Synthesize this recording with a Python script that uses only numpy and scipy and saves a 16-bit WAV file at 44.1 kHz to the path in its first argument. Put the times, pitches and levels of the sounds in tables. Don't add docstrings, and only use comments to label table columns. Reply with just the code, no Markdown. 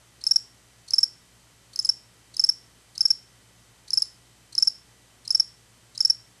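import sys
import numpy as np
from scipy import signal
from scipy.fft import rfft, irfft
from scipy.io import wavfile

SR = 44100
rng = np.random.default_rng(int(sys.argv[2]) if len(sys.argv) > 2 else 0)


def wav_out(sig):
    wavfile.write(sys.argv[1], SR, np.round(np.clip(np.atleast_2d(sig).T, -1, 1) * 32767).astype(np.int16))


N = 282240
TIME = np.arange(N) / SR


def from_db(db):
    return 10 ** (np.asarray(db) / 20)


def rms_one(x):
    return x / np.sqrt(np.mean(x ** 2) + 1e-20)


def at_hz(points, hz):
    known_hz, values = np.transpose(points)
    return np.interp(np.log(np.maximum(hz, 1)), np.log(known_hz), values)


def noise(spectrum):
    hz = np.fft.rfftfreq(N, 1 / SR)
    white = rng.standard_normal(N)
    return rms_one(irfft(rfft(white) * from_db(at_hz(spectrum, hz)), N))


def drift(corner_hz):
    hz = np.fft.rfftfreq(N, 1 / SR)
    white = rng.standard_normal(N)
    return rms_one(irfft(rfft(white) / (1 + (hz / corner_hz) ** 2), N))


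def add(track, start, sound):
    at = int(round(start * SR))
    track[at:at + len(sound)] += sound[:len(track) - at]


def steady_tone(hz, level_db, wander):
    carrier = 2 * np.pi * (hz * TIME + rng.random())
    return np.sqrt(2) * from_db(level_db) * np.sin(carrier + wander * drift(1.0))


# f/Hz, rms level/dB, slow wavering of the level/dB
HUM = [(58.44, -69.7, .3), (111.5, -68.5, 2), (116.9, -78, .4), (120, -67.3, .2), (175.3, -77.3, .6),
       (180, -80, 2), (239.7, -83.2, 1)]


def motor_hum():
    return sum(steady_tone(hz, db + waver_db * drift(2.0), .3 * waver_db) for hz, db, waver_db in HUM)


# f/Hz, rms level/dB
WHINE = [(1954, -76.6), (3071, -74.6), (4608, -81.5), (4883, -82.9), (6142, -76.6), (6837, -84.6),
         (7677, -74.7), (7736, -78.0), (8277, -82.6), (8398, -80.5), (8788, -82.7), (9117, -83.1),
         (9238, -83.4), (9356, -81.5)]


def electronic_whine():
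    return sum(steady_tone(hz, db, 0.31) for hz, db in WHINE)


# f/Hz, relative level per Hz/dB
FLOOR_COLOUR = [(20, -13.5), (35, -6), (55, -1.5), (130, -0.5), (250, -1), (500, -5), (1000, -6.5),
                (3000, -9), (6000, -9.5), (9000, -12), (10500, -15), (12800, -17.5)]


def noise_floor(level_db=-58.5):
    return from_db(level_db) * noise(FLOOR_COLOUR)


def background():
    return motor_hum() + electronic_whine() + noise_floor()


# f/Hz, time to fall by 60 dB t/s
ROOM_T60 = [(4300, 0.276), (5400, 0.29), (7500, 0.39), (11000, 0.23)]


def late_tail(t):
    spectrum = rfft(rng.standard_normal(len(t)))
    log_hz = np.log(np.fft.rfftfreq(len(t), 1 / SR) + 1)
    centres = np.log([row[0] for row in ROOM_T60])
    tail = 0
    for share, (_, t60) in zip(np.eye(len(centres)), ROOM_T60):
        band = irfft(spectrum * np.interp(log_hz, centres, share), len(t))
        tail = tail + band * from_db(-60 * t / t60)
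    return tail


# f/Hz, relative level/dB
ROOM_COLOUR = [(3900, 8.5), (4700, 6.5), (5400, -8), (6100, 0), (7500, -1.5), (9500, 1), (11000, -2.5)]


def room(x, early_db=-24.5, early_s=0.01, late_db=-19.0):
    t = np.arange(SR // 2) / SR
    hz = np.fft.rfftfreq(len(t), 1 / SR)
    early = rng.standard_normal(len(t)) * np.exp(-t / early_s)
    build_up = np.interp(t, [.002, .012], [0, 1])
    out = 0
    for level_db, response in ((early_db, early), (late_db, late_tail(t))):
        coloured = irfft(rfft(response * build_up) * from_db(at_hz(ROOM_COLOUR, hz)), len(t))
        echoes = rms_one(signal.fftconvolve(x, coloured)[:N])
        out = out + from_db(level_db) * np.std(x) * echoes
    return out


# f/Hz, relative level per Hz/dB
RASP_COLOUR = [(2000, -32), (3400, -31.5), (4400, -3.5), (5400, 2), (6000, 7.5), (6700, 1), (7800, 0.5),
               (8600, -15.5), (9400, -4.5), (10500, -6.5), (11600, -21.5), (12500, -13)]


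def scraper_noise():
    return noise(RASP_COLOUR)


# pitch f/Hz, tone level/dB
WING_RESPONSE = [(5100, -21.7), (5250, -14.5), (5380, -10.3), (5520, -8.8)]


def wing_level(hz):
    return at_hz(WING_RESPONSE, hz)


STROKE_S = .0125


def full_stroke(start, length, hz):
    halvings = np.log2(STROKE_S / length)
    tone_db = min(wing_level(hz) + 5 * halvings, -8.6)
    teeth_db = -33.5 + 5.5 * halvings
    return start, length, hz, tone_db, teeth_db


def lead_in_stroke(start):
    length, hz, teeth_db = .0042, 5100, -36.5
    return start, length, hz, wing_level(hz), teeth_db


def chirp_strokes(start, second_wait, third_wait, first_hz, second_hz, third_hz, third_length):
    lead_in = .0281 + .2 * (second_wait - .0447)
    first_length = min(STROKE_S, .275 * second_wait)
    second_length = STROKE_S + (STROKE_S - third_length) / 2
    second_start = start + second_wait
    return [lead_in_stroke(start - lead_in),
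            full_stroke(start, first_length, first_hz),
            full_stroke(second_start, second_length, second_hz),
            full_stroke(second_start + third_wait, third_length, third_hz)]


# first start t/s, wait for second t/s, wait for third t/s,
# first pitch f/Hz, second pitch f/Hz, third pitch f/Hz, third length t/s
CHIRPS = [(.2665, .0436, .0490, 5300, 5520, 5540, .0103), (.9352, .0469, .0480, 5360, 5470, 5510, .0132),
          (1.7899, .0578, .0425, 5250, 5190, 5490, .0125), (2.3948, .0436, .0508, 5340, 5470, 5510, .0126),
          (3.0069, .0460, .0512, 5390, 5470, 5510, .0130), (3.9324, .0408, .0475, 5250, 5390, 5230, .0081),
          (4.5795, .0446, .0487, 5330, 5450, 5440, .0140), (5.3049, .0421, .0504, 5290, 5460, 5490, .0114),
          (6.0050, .0436, .0498, 5350, 5500, 5530, .0128)]


def all_chirps():
    return [chirp_strokes(*chirp) for chirp in CHIRPS]


def squeaks(slides, length_s, bend, jitter, grain_db, octave_db, rub_db):
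    tone, swell = np.zeros((2, N))
    wobble, grain = drift(900), drift(600)
    u = np.linspace(-1, 1, int(length_s * SR))
    for middle, level_db, pitch_hz in slides:
        start = middle - length_s / 2
        here = int(start * SR) + np.arange(len(u))
        glide = bend * (1 / 6 + u / 3 - u ** 2)
        hz = pitch_hz * (1 + glide + jitter * wobble[here])
        phase = 2 * np.pi * np.cumsum(hz) / SR
        pressure = from_db(level_db + grain_db * grain[here]) * (1 - u ** 2)
        add(tone, start, pressure * (np.sin(phase) + from_db(octave_db) * np.sin(2 * phase)))
        add(swell, start, pressure)
    return tone + from_db(rub_db) * swell * scraper_noise()


# middle of the slide ahead of the closing t/s, level within its group/dB, nominal pitch f/Hz
OPENINGS = [(.022, -43, 4330), (0.012, -50, 4450), (.0215, -38.5, 7250), (.0207, -38, 7520)]


def openings(slow_db=-1.0, fast_db=0.5):
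    low, high = [], []
    for strokes in all_chirps():
        slides = [(stroke[0] - ahead, db, hz) for stroke, (ahead, db, hz) in zip(strokes, OPENINGS)]
        low += slides[:2]
        high += slides[2:]
    slow = squeaks(low, length_s=.014, bend=.13, jitter=.06, grain_db=3., octave_db=-7., rub_db=-8.)
    fast = squeaks(high, length_s=.010, bend=.17, jitter=.05, grain_db=3., octave_db=-30., rub_db=-10.)
    return from_db(slow_db) * slow + from_db(fast_db) * fast


# middle pitch f/Hz, early offset f/Hz, late offset f/Hz, stumble depth f/Hz
GLIDE = [(5100, 100, -55, 0), (5250, 105, -175, 60), (5380, 50, -250, 110), (5470, -10, -225, 220),
         (5520, -30, -190, 230)]


def stroke_shape(t, length, pitch_hz):
    middle_hz, *offsets = np.transpose(GLIDE)
    early_hz, late_hz, stumble_hz = [np.interp(pitch_hz, middle_hz, column) for column in offsets]
    pitches = [pitch_hz + early_hz, pitch_hz, pitch_hz + late_hz]
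    arch = np.polyval(np.polyfit([.2, .5, .8], pitches, 2), np.minimum(t / length, .92))
    snap_hz = 900 * np.exp(-t / .0003)
    stumble = stumble_hz * np.exp(-((t - .0009) / .0009) ** 2)
    sag_db = np.clip(.022 * (arch - .3 * stumble - np.mean(pitches[:2])), -8, .4)
    onset = 1 - np.exp(-(t / .0005) ** 1.5)
    contact = onset / (1 + np.exp((t - length) / .00025))
    return arch + snap_hz - stumble, contact, sag_db


def closings(catch_s=0.0014, octave_db=-1.0, rasp_db=-10.5, catch_db=9.0):
    tone, octave, scrape = np.zeros((3, N))
    jitter_hz = 22 * drift(600)
    shimmer_db, octave_shimmer_db = .35 * drift(400), 2 * drift(1200)
    strokes = [stroke for chirp in all_chirps() for stroke in chirp]
    for start, length, pitch_hz, level_db, teeth_db in strokes:
        t = np.arange(int(2 * length * SR)) / SR
        here = int(start * SR) + np.arange(len(t))
        hz, contact, sag_db = stroke_shape(t, length, pitch_hz)
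        phase = 2 * np.pi * np.cumsum(hz + jitter_hz[here]) / SR
        swing = contact * from_db(level_db + sag_db + shimmer_db[here])
        add(tone, start, swing * np.sin(phase))
        impacts = contact * from_db(teeth_db)
        add(octave, start, impacts * from_db(octave_shimmer_db[here]) * np.sin(2 * phase))
        catching = np.exp(-(t / catch_s) ** 2)
        add(scrape, start, impacts * (from_db(rasp_db) + from_db(catch_db) * catching))
    return tone + from_db(octave_db) * octave + scrape * scraper_noise()


def scene():
    cricket = closings() + openings()
    return (cricket + room(cricket) + background())[None]


def record(dry, first_db=-35.5, second_db=-48.5, ripple_cut_hz=8000):
    clock_hz, cutoff_hz = 3906, 12800
    clock = 2 * np.pi * clock_hz * TIME
    ripple = 2 * from_db(first_db) * np.sin(clock) + 2 * from_db(second_db) * np.sin(2 * clock)
    dulling = signal.butter(1, ripple_cut_hz, fs=SR, output="sos")
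    copies = signal.sosfilt(dulling, dry * ripple)
    top_cut = signal.ellip(12, .1, 70, cutoff_hz, fs=SR, output="sos")
    return signal.sosfilt(top_cut, dry + copies)


dry = scene()
out = record(dry)
wav_out(out)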